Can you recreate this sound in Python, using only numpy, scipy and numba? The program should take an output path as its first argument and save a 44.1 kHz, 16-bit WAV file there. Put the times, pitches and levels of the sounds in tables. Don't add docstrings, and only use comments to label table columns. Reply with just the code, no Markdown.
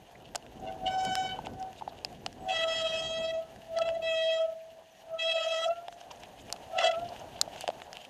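import sys
import numpy as np
from scipy import signal
from scipy.fft import rfft, irfft, next_fast_len
from scipy.io import wavfile
from scipy.ndimage import uniform_filter1d
from numba import njit

SR = 44100
rng = np.random.default_rng(int(sys.argv[2]) if len(sys.argv) > 2 else 0)


def wrap_up_sound(samples):
    columns = np.atleast_2d(samples).T
    tamed = np.clip(columns, -1, 1)
    steps = np.round(tamed * 32767).astype(np.int16)
    wavfile.write(sys.argv[1], SR, steps)


def level_to_linear(level):
    exponent = np.asarray(level, float) / 20
    return 10 ** exponent


N = 357033


@njit
def svf(x, hz, width):
    y, band, low = np.empty(len(x)), 0., 0.
    g, k = np.tan(np.pi * hz / SR), width / hz
    for i in range(len(x)):
        v = (band + g * (x[i] - low)) / (1 + g * (g + k))
        band, low, y[i] = 2 * v - band, low + 2 * g * v, k * v
    return y


def unit(x):
    return x / np.sqrt(np.mean(x ** 2))


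def noise():
    return rng.standard_normal(N)


def walk(rate):
    hold = int(SR / rate)
    steps = np.repeat(rng.standard_normal(N // hold + 1), hold)
    return unit(uniform_filter1d(uniform_filter1d(steps, hold), hold)[:N])


def follow(points):
    s, *columns = np.transpose(points)
    curves = [np.interp(np.arange(N) / SR, s, column) for column in columns]
    return curves if len(curves) > 1 else curves[0]


def shape(points, hz):
    f, db = np.transpose(points)
    return np.interp(np.log(np.maximum(hz, 1)), np.log(f), db)


def colour(x, points):
    size = next_fast_len(N)
    hz = np.arange(size // 2 + 1) * SR / size
    inside = (hz > points[0][0]) & (hz < points[-1][0])
    return unit(irfft(rfft(x, size) * level_to_linear(shape(points, hz)) * inside, size)[:N])


def grains(rate, spread_db):
    hit, size, sign = rng.random((3, N))
    return (hit < rate / SR) * level_to_linear(-spread_db * np.log(size + 0.01)) * (sign - .5)


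def held(rows, rise, fall=None):
    t = np.arange(N) / SR
    levels = []
    for row in rows:
        early, late = np.maximum(row[0] - t, 0), np.maximum(t - row[1], 0)
        levels.append(np.interp(t, row[:2], row[2:4]) - rise * early - (fall or row[4]) * late)
    return uniform_filter1d(np.max(levels, axis=0), size=120), np.argmax(levels, axis=0)


def dips(rows, half_s):
    t = np.arange(N) / SR
    return sum(db * np.maximum(1 - np.abs(t - s) / half_s, 0) for s, db in rows)


def fading(depth, rate):
    return (1 + depth * (walk(rate) + 1j * walk(rate))) / np.sqrt(1 + 2 * depth ** 2)


def mode(pitch, squeezes, octaves, wobble_hz):
    hz = follow(pitch)
    spin = np.exp(2j * np.pi * np.cumsum(hz + wobble_hz * walk(160)) / SR)
    swing = np.sqrt(2) * level_to_linear(held(squeezes, rise=254)[0])
    octave = np.sqrt(2) * level_to_linear(held(octaves, rise=449)[0])
    return hz, swing * spin, octave * spin ** 2 * fading(.6, 90)


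# (time [s], pitch [Hz])
LOW_PITCH = [(0, 656.7), (.9, 654.6), (2.55, 654.7), (2.9, 648), (3.2, 650.6), (3.45, 652), (3.76, 661.4),
             (3.9, 662.4), (4.15, 647.6), (4.45, 650), (5.19, 654), (5.4, 651.7), (5.6, 651.4),
             (5.67, 661.5), (5.74, 684), (5.95, 693.6), (6.7, 660), (6.95, 658.5), (7.02, 691), (8.1, 717)]
HIGH_PITCH = [(0, 750), (.74, 758), (.86, 749), (.92, 756), (1.0, 757), (1.3, 754), (1.7, 757), (2.5, 752),
              (6.72, 759), (6.82, 739.5), (6.88, 713), (8.1, 723)]
# (full from [s], let go [s], level at first [dB], level at let-go [dB], dying rate [dB/s])
LOW_SQUEEZES = [(0.683, .7, -40, -41.5, 201), (0.868, 0.87, -37, -38, 330), (2.488, 2.578, -40, -40, 200),
                (2.616, 2.655, -32.5, -30, 70), (2.826, 2.86, -32.5, -31, 200),
                (2.923, 2.964, -32, -30.5, 200), (2.98, 3.06, -34, -40, 100),
                (3.112, 3.215, -36, -35.5, 100), (3.245, 3.394, -31.5, -33, 258),
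                (3.5, 3.682, -54, -57, 200), (3.777, 3.82, -26.5, -25, 300), (3.86, 3.972, -29, -30.5, 197),
                (4.0, 4.196, -32.5, -30, 100), (4.2, 4.293, -31, -26.5, 60.5),
                (4.408, 4.454, -26, -27, 397), (4.48, 4.604, -31, -46, 150), (4.65, 4.82, -53, -59, 140),
                (5.144, 5.149, -33, -31.5, 500), (5.254, 5.293, -32.5, -33, 200),
                (5.365, 5.388, -28.5, -29, 200), (5.476, 5.62, -29, -34.5, 200),
                (5.671, 5.721, -25, -30, 500), (5.783, 5.967, -39.5, -52, 200),
                (6.77, 6.82, -33.5, -27, 260), (6.85, 6.946, -28.5, -25, 260), (6.93, 6.96, -29, -31, 900),
                (7.02, 7.098, -35, -43, 200)]
HIGH_SQUEEZES = [
    (0.636, 0.73, -44, -39, 300),
    (0.872, 0.886, -29, -29, 250),
    (0.962, 1.05, -28.5, -31, 200),
    (1.111, 1.134, -30.5, -32.5, 300),
    (1.185, 1.275, -29.5, -35, 400),
    (1.33, 1.348, -39, -40.5, 500),
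    (1.62, 1.671, -36, -39.5, 250),
    (2.508, 2.519, -28.5, -30.5, 600),
    (6.787, 6.899, -30, -31.5, 600),
]
# (full from [s], let go [s], level at first [dB], level at let-go [dB], dying rate [dB/s])
LOW_OCTAVES = [(2.54, 2.67, -51.5, -40, 136), (2.798, 2.87, -46, -45, 150), (2.952, 3.4, -51.5, -58, 150),
               (3.785, 3.797, -44, -42, 147), (4.03, 4.2, -55.5, -53, 301), (4.301, 4.43, -61, -43.5, 251),
               (5.135, 5.461, -54.5, -42, 100), (5.492, 5.696, -45.5, -42, 163),
               (6.756, 6.78, -44, -48, 200), (6.823, 6.83, -28, -38, 200), (6.858, 6.903, -42, -38, 200),
               (6.93, 6.979, -45, -46, 600), (5.741, 5.83, -52, -75, 200)]
HIGH_OCTAVES = [
    (0.702, .71, -54, -67, 200),
    (0.872, 1.202, -50.5, -43, 79),
    (1.605, 1.7, -60, -67, 200),
    (2.5, 2.508, -57, -58, 300),
    (6.79, 6.898, -51, -44, 600),
]
# (time [s], depth [dB])
LOW_FADES = [(2.745, -14), (2.884, -15), (2.925, -5), (2.965, -6), (2.99, -6), (3.275, -5.5), (3.32, -5),
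             (3.797, -11.5), (3.836, -12), (3.95, -4), (3.985, -13), (4.015, -16), (4.473, -11),
             (4.512, -8.5), (4.545, -13), (5.325, -5), (5.395, -9), (5.436, -10), (5.495, -7), (5.63, -8),
             (5.75, -9), (5.81, -12), (5.865, -8), (5.91, -11), (6.826, -10), (6.895, -5), (6.95, -11.5),
             (7.011, -10), (7.05, -3), (7.088, -10)]
HIGH_FADES = [
    (1.153, -2),
    (1.237, -5),
    (1.287, -8),
]
# (time [s], share [0-1])
STEERING = [(0, 1), (1.8, 1), (2.48, 0.17), (2.525, 0.02), (2.545, 0), (6.7, 0), (6.78, 0.1), (6.81, 0.7),
            (6.825, 0)]
# (time [s], roughness [0-1])
ROUGHNESS = [(1.5, .15), (2.5, .3), (3.1, .22), (3.75, .45), (4.0, .45), (4.06, .15), (4.45, .2),
             (5.25, .25), (5.33, .55), (5.5, .55), (5.58, .35), (5.65, .45), (5.68, .7), (5.73, .4),
             (6.8, .75), (6.9, .7), (6.96, .45)]
# (full from [s], slip [s], level at first [dB], level at slip [dB],
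# lift of overtones away from the case whistle [dB])
GRABS = [(0.671, 0.69, -45.5, -43.5, -5), (0.864, 0.88, -34.5, -30.5, -5), (0.903, 1.14, -45, -43, 5.5),
         (1.165, 1.28, -40.5, -41, 2.5), (1.292, 1.326, -35, -40, -9), (1.353, 1.37, -58, -50.5, -9),
         (2.489, 2.64, -32.5, -27.5, -5), (2.6, 3.007, -31, -33, -2.5), (3.022, 3.306, -33, -37.5, -3.5),
         (3.336, 3.4, -48, -58, 0.5), (3.771, 3.78, -34, -38.5, -1.5), (3.82, 3.83, -27.5, -39.5, -5),
         (3.855, 3.89, -41, -41, -2), (3.936, 3.953, -63, -46, -4), (4.024, 4.095, -41, -32.5, -4),
         (4.068, 4.335, -34, -32, -5.5), (4.339, 4.43, -33, -44, -3), (5.12, 5.05, -62, -50, -5),
         (5.193, 5.32, -30, -27, -6), (5.31, 5.47, -32.5, -34, -4.5), (5.465, 5.5, -39, -37.5, -3),
         (5.489, 5.646, -34, -32.5, -2.5), (5.672, 5.65, -39, -41, 2), (5.7, 5.715, -48, -52, -6),
         (6.789, 6.795, -24, -26, -5), (6.805, 6.816, -27, -29, -4.5), (6.833, 6.873, -27, -27.5, -3),
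         (6.912, 6.906, -33, -35, -2)]
# (time [s], depth [dB])
BUMPS = [
    (.97, -11),
    (1.035, -7),
    (2.662, -16.5),
    (2.838, -7),
]
# (from [s], to [s], rasp loss at first [dB], rasp loss at end [dB])
CLEAN_ROTOR = [
    (3.08, 3.33, 13, 11),
    (4.07, 4.33, 14, 11),
    (5.2, 5.28, 8, 15),
    (5.55, 5.64, 4, 3),
]
# (time [s], lift below the case whistle [dB], lift of the top [dB])
BAR_AIM = [(.87, 1.5, -3), (1.0, -0.5, -2), (1.2, 1, -0.5), (2.5, -3.5, 2), (2.62, -0.5, 0.5), (2.8, -1, 1),
           (2.95, -2, 2.5), (3.12, -8.5, 1.5), (3.25, 1.5, 0), (3.8, 0.5, -1), (4.05, 1.5, 0), (4.25, 0, 0),
           (4.4, 1, 0), (5.22, -1.5, 1.5), (5.4, 1, 2), (5.62, 0, 4), (6.8, -2, 0), (6.9, 2, -1)]
# (frequency [Hz], level [dB])
SLIP_COLOUR = [(1950, -7.5), (2270, -5), (2600, -4), (2850, 3.5), (3020, 2.5), (3250, -2), (3560, -12.5),
               (3900, -9.5), (4550, -17.5), (5200, -13), (5900, -19.5), (7000, -16.5), (8000, -26.5),
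               (9500, -39), (12500, -51)]
# (frequency [Hz], level [dB])
RASP_COLOUR = [(900, -3.5), (1300, -14), (1750, 2.5), (2200, -9), (2600, -8.5), (2950, 11.5), (3500, -4.5),
               (5000, -9), (7000, -11), (10000, -29), (15000, -49)]


def brakes():
    rough = follow(ROUGHNESS)
    low_hz, low, low_octave = mode(LOW_PITCH, LOW_SQUEEZES, LOW_OCTAVES, wobble_hz=1.5 + 9 * rough ** 2)
    high_hz, high, high_octave = mode(HIGH_PITCH, HIGH_SQUEEZES, HIGH_OCTAVES, wobble_hz=1.5)

    steer = high * np.clip(follow(STEERING), 0, 1)
    pad = low + steer
    pointer = pad / (np.abs(pad) + 1e-12)
    reach = np.abs(low) + np.abs(steer) + 1e-9
    slip_hz = (np.abs(low) * low_hz + np.abs(steer) * high_hz + 1e-6) / reach
    beat = (np.abs(pad) / reach) ** .9

    bite_db, grab = held(GRABS, rise=2200, fall=600)
    bite_db = bite_db + dips(BUMPS, half_s=0.02)
    bright_db = uniform_filter1d(1. 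* np.array(GRABS)[grab, -1], size=800)
    below_db, top_db = follow(BAR_AIM)
    slips = 0
    for k in range(3, 20):
        hz = k * slip_hz
        db = shape(SLIP_COLOUR, hz[::64]).repeat(64)[:N]
        db = db + bright_db * np.minimum(np.abs(hz - 3150) / 1500, 1.6)
        db = db + below_db * (k < 5) + top_db * np.clip((hz - 5000) / 4000, 0, 1.5)
        near_case = .15 if k == 5 else 1
        shaking = fading((.1 + .5 * rough) * np.sqrt(near_case), 120)
        turning = fading(.55 * near_case, 32)
        overtone = pointer ** k * np.exp(.8j * k * k)
        slips = slips + level_to_linear(db) * (overtone * shaking * turning).real
    stutter = level_to_linear(5 * rough * walk(130))

    clean_db = np.maximum(held(CLEAN_ROTOR, rise=121, fall=121)[0], 0)
    rasp = colour(noise() * (1 + 0.26 * pointer.real), RASP_COLOUR)
    rasp = rasp * level_to_linear(-16.5 + 7 * rough - clean_db + 2 * walk(60))

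    low_tone = low * level_to_linear(dips(LOW_FADES, half_s=0.0141))
    low_tone = low_tone * fading(1.1 * rough ** 2, 170) * fading(.25 * rough, 40)
    high_tone = high * level_to_linear(dips(HIGH_FADES, half_s=0.02)) * fading(.06 + .8 * rough ** 2, 90)
    tones = low_tone + high_tone + low_octave + high_octave
    return tones.real + level_to_linear(bite_db) * beat * stutter * (slips + rasp)


# (time [s], rock under the wheels [dB], loose grit [dB])
GROUND = [(0.0, -5.5, -3.5), (.55, 5.5, -3.5), (1.06, 10, 1.5), (1.5, 6.5, -0.5), (1.71, 2, -2),
          (2.34, 5, -2.5), (2.66, 2, 1.5), (3.07, 5, -1.5), (3.4, 0, -3), (3.48, -4.5, -1.5),
          (3.88, 0, -0.5), (4.9, -14, -4.5), (5.28, -7, -1), (5.5, -12, 2.5), (6.02, -9, -3),
          (6.11, -2, -1), (7.1, -0.5, 3.5), (8.1, -6, -0.6)]
# (frequency [Hz], level [dB per Hz])
RUMBLE_COLOUR = [(12, -63.5), (20, -18), (37, -4.5), (97, -2.5), (259, -3.5), (332, -6), (412, -6),
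                 (520, -8), (680, -27.5), (1140, -120)]
# (frequency [Hz], level [dB])
TREAD_COLOUR = [(300, -16), (500, -4.5), (700, 5), (950, -6), (1200, -16), (1600, -16.5)]
# (frequency [Hz], level [dB per Hz])
GRIT_COLOUR = [(710, -39), (1200, -16), (1340, -14), (1410, -12.5), (1650, 3), (1980, 0), (2120, -4),
               (2860, -0.5), (5370, -10), (6580, -5.5), (7480, -13.5), (11400, -15.5), (15500, -21.5)]
# (from [s], to [s], lift at first [dB], lift at end [dB])
STONE_BEDS = [
    (6.68, 6.76, -5, 7),
    (7.0, 7.25, 7, 2),
    (7.32, 7.38, 4, 8.5),
    (7.535, 7.64, 10.5, 14.5),
    (7.95, 8.04, 7, 13.5),
]


def rolling():
    rock, loose = follow(GROUND)
    grit_db = -62 + loose
    tread_db = -52 + 0.35 * rock + loose
    rumble = colour(noise(), RUMBLE_COLOUR) * level_to_linear(-56 + rock + 2.5 * walk(18))
    tread = colour(noise() + 1.2 * grains(340, 2.1), TREAD_COLOUR) * level_to_linear(tread_db + 2.7 * walk(30))
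    grit = colour(noise() + 8. * grains(300, 2.2), GRIT_COLOUR) * level_to_linear(grit_db + 1.2 * walk(60))
    bed_db = np.maximum(held(STONE_BEDS, rise=300, fall=300)[0], 0)
    patches = level_to_linear(4.0 * walk(70) + bed_db)
    crunch = unit(svf(noise() + 6. * grains(440, 6.4), 2900.0, 450.))
    return rumble + tread + grit + crunch * level_to_linear(grit_db - 4) * patches


# (time [s], clack level [dB], tick over it [dB], thud over it [dB], fizz over it [dB])
STONES = [(0.348, -28, -5, -3.5, -5), (0.3547, -22.5, 4, -11, -11), (0.358, -28, 10, -4, 13),
          (1.05, -35, 6, -7, 13), (1.153, -23, 6, -10, 8), (0.464, -44, -9, -15, -15),
          (1.626, -44, 4.5, -12, 5), (1.796, -45, 2, -14, 6), (2.047, -26, 7, -9, -10),
          (2.127, -50, 4, -9, 7), (2.262, -23, 3, -7.5, -12), (2.327, -44, 2, -20, -2),
          (3.786, -31.5, 6, -5, -1), (3.889, -29, -14, -7, -30), (5.882, -31.5, -7, -0.5, -14),
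          (5.925, -38, -13, -14, -9), (6.012, -39, -2, -5.5, -4), (6.234, -34.5, -7, -12, -11),
          (6.525, -26.5, 11, -15, 9.5), (6.562, -32, -15.5, -19, -18), (7.413, -22, 16, -25, 18),
          (7.608, -36, 10, -6, 18), (7.677, -23, -3, -2, -17), (7.818, -31, -16, -13, -14),
          (7.929, -34, 4, -7.5, -20), (0.377, -52, 5, -20, 8), (7.686, -42, 8, -20, 0)]
# (time [s], clack level [dB])
CHAIN_RATTLES = [(1.729, -43), (1.535, -46), (6.5, -36), (7.162, -41), (7.391, -41), (7.8, -41),
                 (3.56, -46.5), (7.047, -46), (7.56, -39), (8.015, -44), (0.2, -50), (0.111, -52)]
# (time [s], thud level [dB], pitch [Hz], clack relative to it [dB])
CASE_THUDS = [(1.388, -29.5, 856, -11), (1.468, -31, 780, -0.5), (1.81, -38.5, 884, -14),
              (1.82, -30.5, 844, -18), (1.876, -27.5, 785, -20), (6.11, -40, 953, -8),
              (6.79, -26.5, 714, -2), (7.476, -31.5, 690, -27), (7.53, -41, 750, -25),
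              (7.639, -31, 706, -16), (7.688, -21.5, 627, -16), (7.701, -32, 740, 1.5)]
# (frequency [Hz], width [Hz], level [dB])
RINGING_PARTS = [
    [(1660, 780, -1), (2160, 1050, -1), (2770, 830, 2)],
    [(4830, 1670, 3.5)],
    [(6600, 2400, -3.5), (9240, 4800, -10.5)],
]


def knocks():
    boom_hz, delay_s = 730, .001
    hits = [(s, db, 0, tick, fizz, thud, boom_hz) for s, db, tick, thud, fizz in STONES]
    hits += [(s, db, 0, -1.5, -1.5, -7, boom_hz) for s, db in CHAIN_RATTLES]
    hits += [(s, db, clack, clack - 27, clack - 27, 0, hz) for s, db, hz, clack in CASE_THUDS]

    out, push, t = np.zeros(N + 2048), np.arange(384), np.arange(2048) / SR
    dying = np.exp(-push / 45.0) * 0.18 + np.exp(-push / 120.0) * 0.034
    rough = rng.standard_normal((len(hits), len(push))) * dying
    rough[:, 0] = 1
    for part, resonances in enumerate(RINGING_PARTS):
        blows = np.zeros(N + 2048)
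        for hit, burst in zip(hits, rough):
            at = int((hit[0] + delay_s) * SR)
            blows[at:at + len(push)] += level_to_linear(hit[1] + hit[2 + part]) * burst
        for hz, width, db in resonances:
            ringing = svf(svf(blows + 1e-18, 1. * hz, 1. * width), 1. * hz, 2. * width)
            out += level_to_linear(db + 11.5) * np.sqrt(4000 / width) * ringing
    for s, peak_db, _, _, _, thud_db, hz in hits:
        thud = t / 0.0027 * np.exp(1 - t / 0.0015) * np.sin(2 * np.pi * hz * t)
        out[int((s + delay_s) * SR):][:len(t)] += level_to_linear(peak_db + thud_db + 8.0) * thud
    case = signal.butter(2, 11900, fs=SR, output="sos")
    return signal.sosfilt(case, out[:N])


# (time [s], length [s], level [dB], centre [Hz])
RUBS = [(.15, .015, -54, 2000), (0.239, 0.032, -56, 3050), (.595, .012, -62, 6500),
        (1.032, .012, -56, 8000), (1.445, 0.028, -48, 2580), (1.452, 0.014, -55, 6700),
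        (1.595, .015, -58, 6200), (1.765, .035, -57, 3680), (1.77, .025, -63, 7000),
        (1.876, 0.031, -56, 3900), (3.946, 0.01, -60, 7400), (4.602, .03, -61, 2500),
        (5.9, 0.063, -63.5, 6500), (6.93, 0.032, -46, 2800), (5.66, .035, -54, 5500),
        (1.043, .02, -50, 2800), (6.0, .02, -58, 5500), (6.106, .018, -52, 5460), (6.104, 0.02, -49, 2770),
        (6.155, .012, -60, 6502), (6.196, .015, -60, 6000), (6.215, .05, -53.5, 2800),
        (6.386, .02, -53.5, 3000), (6.394, .03, -60, 6760), (6.48, .015, -56, 2900),
        (6.805, 0.038, -38, 1200), (6.8, .1, -38, 600), (7.085, .012, -50, 4500), (7.355, .02, -52, 3000),
        (7.19, .015, -55, 6000), (7.55, 0.095, -60, 6500), (7.818, 0.032, -61.5, 6804)]


def scuffs():
    out = np.zeros(N)
    for s, length, db, hz in RUBS:
        unevenness = level_to_linear(3.5 * np.repeat(rng.standard_normal(64), 64))
        rub = rng.standard_normal(4096) * unevenness
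        n = min(int(length * SR), 4096)
        width = .3 * hz
        rub = svf(svf(rub[:n], 1. * hz, width), 1. * hz, 2 * width)
        out[int(s * SR):][:n] += level_to_linear(db) * unit(rub) * np.sqrt(np.hanning(n))
    return out


# (from [s], to [s], level at first [dB], level at end [dB])
COASTING = [
    (5.75, 6.1, -68, -66),
    (6.18, 6.5, -56, -57),
    (6.55, 6.75, -61, -61),
    (7.0, 7.35, -64, -66),
    (7.45, 8.1, -66, -68),
]


def freewheel():
    count_zero_s, every_s, tick_hz = 6.3035, .0149, 9000.
    k = np.arange(-40, 120)
    late, strong = rng.standard_normal((len(k), 2)).T
    at = ((count_zero_s + k * every_s + .0006 * late) * SR).astype(int)
    ticks = np.zeros(N)
    ticks[at] = level_to_linear(14 + 3 * strong)
    ringing = svf(svf(ticks + 1e-18, tick_hz, 5000.), tick_hz, 8000.)
    return ringing * level_to_linear(held(COASTING, rise=300, fall=300)[0])


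# (time [s], length [s], first pitch [Hz], last pitch [Hz], level [dB])
WHISTLES = [
    (2.39, 0.039, 7950, 8080, -65),
    (2.422, 0.038, 7900, 7550, -63),
    (4.88, 0.063, 6600, 5650, -68),
    (4.93, 0.11, 5650, 5800, -71),
    (5.13, 0.025, 6600, 6030, -64),
    (8.0, 0.04, 6400, 7200, -59),
]


def birds():
    out, flutter = np.zeros(N), level_to_linear(2.3 * walk(97))
    for s, length, first_hz, last_hz, db in WHISTLES:
        n = min(int(length * SR), N - int(s * SR))
        tone = np.sin(2 * np.pi * np.cumsum(np.linspace(first_hz, last_hz, n)) / SR)
        out[int(s * SR):][:n] += level_to_linear(db) * np.hanning(n) * tone
    return out * flutter


SKIPPED_PUFFS = [4, 16, 18, 20, 23, 31, 39, 48, 55, 60, 66, 71, 78]


def circuit():
    count_zero_s, every_s, half_s = .024, .1, .009
    turns = (np.arange(N) / SR - count_zero_s) / every_s
    k = np.round(turns).astype(int)
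    on = ~np.isin(np.arange(k.max() + 1), SKIPPED_PUFFS)
    puff = on[k] * np.exp(-.5 * ((turns - k) * every_s / half_s) ** 2)
    return colour(noise(), [(10500, -9), (12500, -0.5), (14600, -5)]) * level_to_linear(-73.5) * puff


def microphone_hiss():
    return colour(noise(), [(2000, 2), (15400, -23.0)]) * level_to_linear(-103.5)


def scene():
    top = signal.ellip(10, .2, 60, 15250, fs=SR, output="sos")
    bike = signal.sosfilt(top, brakes() + rolling())
    return (bike + knocks() + scuffs() + freewheel() + birds())[None]


def low_pass(x):
    return signal.sosfilt(signal.butter(12, 16480, fs=SR, output="sos"), x)


def record(dry):
    mix = dry + microphone_hiss() + circuit()
    return low_pass(mix)


dry = scene()
out = record(dry)
wrap_up_sound(out)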